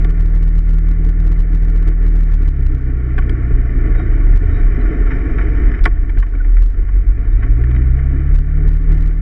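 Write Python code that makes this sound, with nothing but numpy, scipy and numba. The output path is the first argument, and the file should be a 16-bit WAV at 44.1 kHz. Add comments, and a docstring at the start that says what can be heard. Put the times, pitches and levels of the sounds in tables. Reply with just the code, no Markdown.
"""Road with a speed hump: a small single-cylinder scooter slows for it and pulls away, heard inside a closed case on the bike.
Engine: sine orders of the firing rate through the mount; bumps add a swaying tone. Tyre tread: fuzzy hum and octave.
Rumble, drone and wind: noise shaped by road, frame and case. Knocks: noise bursts ringing case, lid, edge and frame.
Squeaks: brief rough tones. A gain control works in small steps, which tick on the bass peaks."""
import sys
import numpy as np
from scipy import signal
from scipy.fft import rfft, irfft, next_fast_len
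from scipy.io import wavfile
from scipy.ndimage import uniform_filter1d, map_coordinates
from numba import njit

SR = 44100
rng = np.random.default_rng(int(sys.argv[2]) if len(sys.argv) > 2 else 0)


def master_out(mix):
    """Clip the mix to full scale and print it as 16-bit PCM to the path in sys.argv[1]."""
    frames = np.transpose(np.atleast_2d(mix))
    ceiling = np.clip(frames, -1, 1)
    pcm = np.round(ceiling * 32767).astype(np.int16)
    wavfile.write(sys.argv[1], SR, pcm)


def gain_from_db(level_db):
    """Turn a decibel level (scalar or array-like) into a linear amplitude factor."""
    decades = np.asarray(level_db, float) / 20
    return 10 ** decades


N = 406154
T = np.arange(N) / SR

# engine course: (time [s], firing rate [Hz], effort [dB])
ENGINE_COURSE = [(0, 39.09, 1.5), (1.79, 39.47, -.5), (2.15, 39.26, -1), (2.3, 38, 0), (2.59, 33.15, 2),
                 (2.95, 31.12, -2), (3.26, 29.94, 1.5), (4.36, 27.26, 1), (5.05, 25.26, -3),
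                 (5.41, 23.52, -0.5), (5.9, 22.39, 0), (6.38, 21.64, -1), (6.56, 20.25, -6),
                 (7.13, 24.19, -2.5), (7.4, 25.33, 2.5), (7.64, 29.87, 3.5), (8.08, 33.5, 0.5),
                 (8.69, 37.48, 1.5), (9.21, 38.4, -2.1)]
# low orders: (multiple, level [dB], signed factor, gain at full pull [dB]); the inverted fourth sharpens the crests
LOW_ORDERS = [(1, 0, 0.96, -2), (2, -0.1, 0.93, 1.5), (3, -9.5, 0.79, 5), (4, 0.06, -1, 1.5)]
# weak upper orders: (multiple, level over their base [dB])
UPPER_ORDERS = [(5, -21), (6, -20.5), (7, -19), (8, -17), (11, -27.5), (12, -26)]
# level at which the mount passes an order: (frequency [Hz], level [dB rms])
MOUNT_RESPONSE = [(20, -31), (30, -23), (34, -12.5), (39, -9), (46, -11), (53, -21), (62, -14), (70, -17.5),
                  (79, -24.5), (100, -28), (125, -24), (160, -27)]
# tyre tread hum, following road speed: (time [s], frequency [Hz], level [dB], octave level [dB])
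TREAD_HUM = [(0, 82.19, -41.5, -59), (2.3, 95.14, -36, -51), (3.5, 87.9, -39.5, -39),
             (4.2, 84.25, -24.5, -36), (5, 74.25, -24, -43), (5.5, 64.9, -23, -35), (6, 59.8, -25, -39.5),
             (6.6, 53.8, -43.5, -57.5), (9.21, 75.28, -44.5, -52)]
# how hard road and air work on the bike: (time [s], roughness [dB])
ROUGHNESS = [(0, 4.5), (0.56, -0.5), (1.69, 1.5), (2.0, 0.5), (2.82, 1), (3.0, 1), (3.74, 4.5), (5.0, 7.5),
             (5.26, 8.5), (5.69, 8.5), (5.9, -1.5), (6.31, -0.5), (6.49, -5), (7.2, -1.5), (7.59, 2),
             (8.23, 2), (9.21, -0.5)]
# road rumble spectrum: (frequency [Hz], relative density [dB])
RUMBLE_SPECTRUM = [(8, -25.5), (15, -6.5), (24, 4), (30, 10), (38, 10), (47, -3.5), (60, -4.5), (100, -8.5),
                   (150, -16), (200, -27.5), (400, -120)]
# Resonance widths below are taken at -7.5 dB.
# frame modes: (frequency [Hz], width [Hz], level [dB])
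FRAME_MODES = [(155.6, 50, -0.5), (236, 69, -4.5), (270.3, 44, 2.5), (311.5, 45, 0.5), (343, 62, -4.5),
               (412.3, 70, -4.5), (442, 120, -12.5), (560, 390, -23)]
# closed case resonances: (frequency [Hz], width [Hz], level [dB])
CASE_MODES = [(668, 100, -1), (711.4, 75, 1.5), (900.5, 90, -6), (1127, 89, 1), (1411, 333, 1.5),
              (1560, 120, -6), (1781, 260, 2.5), (2030, 240, 0), (2273, 338, -3.5), (3010, 290, -16.5),
              (3690, 370, -27.5), (4700, 360, -41), (5180, 170, -34), (5570, 110, -32), (6700, 3800, -41.5)]
# case lid resonances: (frequency [Hz], width [Hz], level [dB])
LID_MODES = [(718, 120, -6), (1112, 110, -4.5), (1425, 150, -4)]
# bright edge of a knock: (frequency [Hz], width [Hz], level [dB])
EDGE_MODES = [(3370, 1100, 8), (4830, 350, 2.5), (5540, 460, -2), (7460, 730, -10.5), (8900, 820, -7),
              (11000, 1700, -31.5)]
# air in two high narrow case resonances: (level at rest [dB], gain per dB of roughness [dB])
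WHISTLE_LEVEL = (-83.5, 0.99)
# spells in which everything rises: (start [s], end [s], gain [dB])
SURGE_SPELLS = [(-1, 2.79, 5.5), (1.87, 1.92, 7), (6.185, 6.215, 2), (6.625, 6.67, 1.5), (8.385, 8.42, 3.5),
                (8.67, 8.77, 2.5), (8.895, 9.13, 6.5), (9.14, 10, 3)]
# knocks of loose parts, before path gains: (time [s], blow [dB], lid, treble, thud over blow [dB])
KNOCK_BLOWS = [(0.048, -19, -7, -18, 0), (3.181, -19.5, -9, -25, 3.5), (3.188, -18.5, -9.5, -21, -2),
               (3.2243, -27.5, -23, -35, -2), (3.297, -22.5, -20, -16, -12), (3.953, -21, -17, -49, 1.5),
               (3.998, -27, -3.5, -32, 2), (5.113, -13.5, -37, -54, 1), (5.3885, -14.5, -26, -46, -19),
               (5.414, -18.5, -29, -49, -15), (5.4258, -26.5, -18, -41, 2), (5.7175, -21.5, -24, -31, -7),
               (5.7465, -18.5, -21, -49.5, -8), (5.7914, -24.5, -17, -29, -15),
               (5.8418, -22.5, -36, -5.5, 6), (5.8568, -8, -29, -15, -5.5), (5.8602, -4, -16, -42, -8),
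               (5.868, -17, -18, -33, 1), (5.876, -21.5, -17, -29, -13), (6.097, -24.5, -20.5, -27, -6.5),
               (6.1745, -25.5, -16, -37, -1.5), (6.229, -15, -13.5, -45.5, -12),
               (6.268, -27.5, -15, -45.5, -7), (6.339, -36, -1.5, -45.5, 10), (6.352, -25, -19, -43, 3),
               (6.448, -29.5, -19, -40.5, -4), (6.5707, -24.5, -24, -38.5, -23),
               (6.583, -29.5, -23, -39, -21), (6.79, -39.5, -10, -39, 16), (6.8904, -29, -21.5, -38, -18.5),
               (7.43, -18.5, -15, -51.5, 3), (7.6401, -25, -26.5, -24, -9), (7.714, -26.5, -15, -22, -5),
               (7.75, -26.5, -21, -37.5, -10), (7.7643, -23.5, -25, -43.5, -14.5),
               (7.82, -28, -26.5, -50, -12.5), (7.992, -27, -17, -42.5, -7.5),
               (8.755, -35.5, -20, -39, 10.5)]
# small rattles over their blow: (lid [dB], treble [dB], thud [dB])
RATTLE_COLOUR = (-18, -33, -6.5)
# relative speed of strike and decay: (case, lid, edge, frame)
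BLOW_PACE = (1.27, 1.6, 1.8, 0.53)
# brief bass swells: (time [s], gain [dB])
BASS_SWELLS = [(.05, 3), (.112, 3.5), (.215, 3), (.265, 3), (.36, 3.5), (.436, 2.5), (.475, 2.5), (.585, 4),
               (.75, 4), (.795, 2.5), (.915, 4), (1.09, 4.5), (1.205, 2.5), (1.32, 4.5), (1.432, 2.5),
               (1.55, 3.5), (1.64, 2.5), (1.69, 2.5), (1.79, 3.5), (2.09, 4), (2.17, 2.5), (2.23, 3),
               (2.35, 4), (2.487, 3), (2.605, 2.5), (2.665, 3), (2.757, 3), (6.203, 6), (8.405, 3),
               (8.68, 3.5), (8.757, 4), (8.94, 2.5), (9.075, 2.5)]
# bumps that set the mount swinging: (time of widest swing [s], level [dB], frequency [Hz], length / 1.2 [s])
SWAY_BUMPS = [(3.188, -12, 33.06, 0.11), (3.312, -12.5, 32.1, 0.064), (3.554, -12.5, 35.48, 0.17),
              (3.77, -11.5, 35.57, 0.11), (3.927, -11.5, 35.15, 0.17), (4.138, -11, 35.12, 0.16),
              (4.36, -8, 36.57, 0.28), (4.656, -11, 36.92, 0.26), (4.844, -9, 38.6, 0.12),
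              (5.047, -11.5, 36.02, 0.095), (5.189, -13.5, 34.23, 0.13), (5.354, -11, 37.17, 0.063),
              (5.603, -16.5, 34.9, 0.25), (5.819, -7.5, 33.75, 0.096), (6.014, -13, 32.63, 0.26),
              (6.222, -5.5, 40.78, 0.13), (6.414, -11, 37.52, 0.2), (6.601, -5, 39.18, 0.27),
              (6.798, -7.5, 39.16, .08), (6.988, -8, 44.4, .13), (7.096, -7.5, 36.74, 0.065),
              (7.337, -9, 38.72, 0.12), (7.508, -8.5, 38.66, 0.11), (7.711, -19, 36.63, 0.3),
              (7.88, -12.5, 39.3, .14), (8.005, -23.5, 37.17, 0.13), (8.365, -9, 35.46, 0.12)]
# squeaks: (time [s], frequency [Hz], level [dB], length [s])
SQUEAK_TONES = [(4.001, 3757, -60.5, 0.088), (4.569, 3790, -62, 0.098), (4.81, 4000, -67, 0.023),
                (6.409, 1476, -34.5, 0.019), (7.33, 3676, -60, 0.012), (7.408, 3734, -68.5, 0.022),
                (7.761, 3764, -58, 0.014)]
# microphone hiss spectrum: (frequency [Hz], relative density [dB])
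HISS_SPECTRUM = [(2000, -5), (5000, -2.5), (9000, -15), (12000, -20), (16000, -36)]


def unit(x):
    """Scale to rms 1."""
    return x / np.sqrt(np.mean(x ** 2) + 1e-20)


def curves(rows):
    """One value per sample for each column after the time."""
    s, *cols = np.transpose(rows)
    return [np.interp(T, s, c) for c in cols]


def wobble(rate_hz):
    """Smooth random curve, rate_hz knots a second."""
    return map_coordinates(rng.standard_normal(int(N * rate_hz / SR) + 4), [T * rate_hz])


def noise():
    """White noise of rms 1."""
    return rng.standard_normal(N)


def filtered(x, response):
    """Apply a complex response of frequency to x."""
    m = 2 * next_fast_len(N // 2 + SR // 4)
    return irfft(rfft(x, m) * response(np.fft.rfftfreq(m, 1 / SR)), m)[:N]


def sloped(points):
    """Gain interpolated between (Hz, dB) points on a log axis."""
    f, db = np.transpose(points)
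    return lambda hz: gain_from_db(np.interp(np.log(hz + 1), np.log(f + 1), db))


def ringing(modes):
    """Steep-sided resonances, minimum phase so that a blow comes before its ring."""
    def response(f):
        power = sum(gain_from_db(db) ** 2 / (1 + (2 * (f - c) / w) ** 2) ** 2.49 for c, w, db in modes)
        cepstrum = irfft(np.log(power) / 2)
        k = np.arange(len(cepstrum))
        causal = np.where(k == 0, 1, 2 * (k < len(f) - 1))
        return np.exp(rfft(cepstrum * causal))
    return response


def tone(hz):
    """Sine of rms 1 that follows a pitch curve."""
    return np.sqrt(2) * np.sin(2 * np.pi * np.cumsum(hz) / SR)


def engine():
    """Each firing rocks the frame: low orders of the firing rate pass the mount; upper ones are unsteady."""
    pull_hz_per_s = 4.9  # scale at which the effect of changing revs levels off
    merge_hz, merge_width_hz, merge_db = 41.3, 3.2, 14  # order 2 dips here, merging into the sway
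    rate_hz, effort_db = curves(ENGINE_COURSE)
    rev_change = uniform_filter1d(np.gradient(rate_hz) * SR, size=SR // 5)
    pull = np.tanh(rev_change / pull_hz_per_s)
    dip_db = merge_db * np.exp(-((2 * rate_hz - merge_hz) / merge_width_hz) ** 4)
    mount = sloped(MOUNT_RESPONSE)
    out = np.zeros(N)
    for k, db, sign, pull_db in LOW_ORDERS:
        level_db = effort_db + db + pull_db * pull - (k == 2) * dip_db + 0.6 * wobble(12)
        out += mount(k * rate_hz) * gain_from_db(level_db) * sign * tone(k * rate_hz)
    base_db = -27 + 0.37 * (rate_hz - 39)  # upper orders weaken as the revs drop
    for k, db in UPPER_ORDERS:
        out += gain_from_db(base_db + db + 2.4 * wobble(5.6)) * tone(k * rate_hz)
    return out


def tread():
    """Tread blocks hum with unsteady pitch, with an octave and the wheel's slower beat."""
    hz, db, octave_db = curves(TREAD_HUM)
    hz = hz * (1 + 0.018 * wobble(12))
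    hum = gain_from_db(db + 5.2 * wobble(9.8)) * tone(hz)
    octave = gain_from_db(octave_db + 1.2 * wobble(14)) * tone(2 * hz)
    beat = gain_from_db(-25 + 2.2 * wobble(4.8)) * tone(hz / 4)
    return hum + octave + beat


def flow():
    """Road and air noise excites frame and case: rumble, drone, wind and whistle follow the roughness."""
    rough_db, = curves(ROUGHNESS)
    lumps = wobble(30)  # shared by drone and wind
    rumble_db = -22.5 + 0.8 * rough_db + 2.5 * wobble(3)
    rumble = gain_from_db(rumble_db) * unit(filtered(noise(), sloped(RUMBLE_SPECTRUM)))

    throttle_shut_db = 2.5 * np.exp(-((T - 3.3) / 0.96) ** 2)  # extra drone as the throttle shuts
    drone_db = -35 + 0.98 * rough_db + throttle_shut_db + 0.72 * lumps + 0.48 * wobble(6.5)
    drone_grit = gain_from_db(1.8 * wobble(60)) * noise()
    drone = gain_from_db(drone_db) * unit(filtered(drone_grit, ringing(FRAME_MODES)))

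    wind_grit = gain_from_db(0.76 * lumps + 1.0 * wobble(150)) * noise()
    wind = gain_from_db(-44 + 0.92 * rough_db) * unit(filtered(wind_grit, ringing(CASE_MODES)))

    rest_db, slope = WHISTLE_LEVEL
    whistle_db = rest_db + slope * rough_db + 2.4 * wobble(20)
    whistle = gain_from_db(whistle_db) * unit(filtered(noise(), ringing(CASE_MODES[12:14])))
    return rumble + drone + wind + whistle


def surge():
    """Gain of the whole mix: each spell ramps in and out."""
    ramp_s = 0.04
    return gain_from_db(sum(db * np.clip(np.minimum(T - a, b - T) / ramp_s + 0.5, 0, 1) for a, b, db in SURGE_SPELLS))


def chance_rattles():
    """Small knocks of one colour at random times, with exponential gaps and level spread."""
    per_s, floor_db, spread_db = 4.3, -40, 0.5
    chance = rng.random(size=(64, 2))
    times = 0.017 + np.cumsum(-np.log(chance[:, 0])) / per_s
    return [(s, floor_db - spread_db * np.log(u), *RATTLE_COLOUR)
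            for s, u in zip(times, chance[:, 1]) if s < N / SR]


def knocks():
    """Each blow is a noise burst that rings the case, its lid, the bright edge and the frame."""
    t60_s, rise_s = 0.032, 0.0023  # before pace and stretch
    paths = [ringing(CASE_MODES[2:3] + CASE_MODES[4:-1]), ringing(LID_MODES),
             ringing(EDGE_MODES), ringing(FRAME_MODES)]
    path_gains_db = (15.17, 37.6, 13.5, 20)
    blows = np.zeros((len(paths), N + SR))
    t = np.arange(SR // 8) / SR
    for s, db, lid_db, treble_db, thud_db in KNOCK_BLOWS + chance_rattles():
        stretch = 1 + 1.2 / (0.5 + np.exp(treble_db + 46))  # dull knocks are slower scuffs, up to 3.4 times
        u = np.outer(BLOW_PACE, t) / stretch
        shape = gain_from_db(-60 * u / t60_s) * (1 - np.exp(-u / (stretch * rise_s)))
        levels = gain_from_db(db + np.array([0, lid_db, treble_db, thud_db]))[:, None]
        start = round((s - 0.003 * stretch) * SR)
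        blows[:, start:][:, :len(t)] += levels * rng.standard_normal(len(t)) * shape
    return sum(gain_from_db(db) * filtered(b[:N], path) for db, b, path in zip(path_gains_db, blows, paths))


def swell():
    """Gain of engine and sway: brief bell-shaped rises."""
    width_s = 0.02
    return gain_from_db(sum(db * np.exp(-((T - s) / width_s) ** 2) for s, db in BASS_SWELLS))


def sway():
    """Bumps swing the mount: each swells and fades alike, pitch drifting from bump to bump."""
    s, _, hz, _ = np.transpose(SWAY_BUMPS)
    swing = sum(gain_from_db(db) * np.cos(np.pi * np.clip((T - at) / (1.2 * life), -0.5, 0.5))
                for at, db, _, life in SWAY_BUMPS)
    return swing * tone(np.interp(T, s, hz))


def squeaks():
    """Rubbing parts give brief tones, unsteady in level and pitch."""
    grip, waver = wobble(150), wobble(250)
    out = np.zeros(N)
    for s, hz, db, life in SQUEAK_TONES:
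        envelope = gain_from_db(db + 4.2 * grip) * np.exp(-(1.9 * (T - s) / life) ** 2)
        out += envelope * tone(hz * (1 + 0.016 * waver))
    return out


def scene():
    """Sum of all sources; the swells act on the bass, the surges on everything, the last 4 ms fade."""
    bass = swell() * (engine() + sway())
    mix = surge() * (bass + tread() + flow() + knocks() + squeaks())
    fade = np.clip((T[-1] - T) / 0.004, 0, 1)
    return (mix * fade)[None]


@njit
def stepped_gain(x, armed, top, step, lag, attack, release, calm):
    """Step down while the smoothed output is over top, else slowly back up to 1 where the wave is small."""
    gain, g, level, wait = np.empty(len(x)), step ** 11, 0., 0
    for i in range(len(x)):
        level += lag * (abs(x[i]) * g - level)
        wait += 1
        # once more than three steps down, it stays awake without being armed
        if (armed[i] or g < step ** 3) and level > top and wait >= attack[i]:
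            g, wait = g * step, 0
        elif wait >= release[i] and g < 1 and abs(x[i]) * g < calm[i]:
            g, wait = min(g / step, 1.), 0
        gain[i] = g
    return gain


def gain_control(dry):
    """Stepped gain, woken by sustained loudness, with uneven waits between steps."""
    armed = uniform_filter1d(dry[0] ** 2, size=1300) > gain_from_db(-4) ** 2
    uneven = np.repeat(rng.exponential(size=N // 32 + 1), 32)[:N]
    attack_samples = 27 + 20 * uneven
    release_samples = (200 + 300 * uneven) * gain_from_db(2 * wobble(7))
    gain = stepped_gain(dry[0], armed, 0.55, gain_from_db(-0.58), 0.022, attack_samples, release_samples, 0.27 * uneven)
    return dry * uniform_filter1d(gain, size=3)


def block_ticks(x):
    """Each block sits a little early or late: faint ticks at the joins where the wave is steep."""
    blocks_per_s, slip_s = 375, 1.3e-5  # slip is a standard deviation
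    block = (T * blocks_per_s).astype(int)
    slip_samples = slip_s * SR * rng.standard_normal(N // 64)[block]
    return x + slip_samples * np.gradient(uniform_filter1d(x, size=60), axis=1)


def overload(x):
    """Soft saturation towards 0.9."""
    return x / (1 + np.abs(x / 0.9) ** 6) ** (1 / 6)


def top_cut(x):
    """Nothing passes above the cut-off."""
    return signal.sosfilt(signal.butter(12, 15850, fs=SR, output="sos"), x)


def record(dry):
    """Gain control, block ticks, soft overload, then microphone hiss."""
    x = overload(block_ticks(gain_control(dry)))
    hiss = gain_from_db(-75) * unit(filtered(noise(), sloped(HISS_SPECTRUM)))
    return top_cut(x + hiss)


dry = scene()
out = record(dry)
master_out(out)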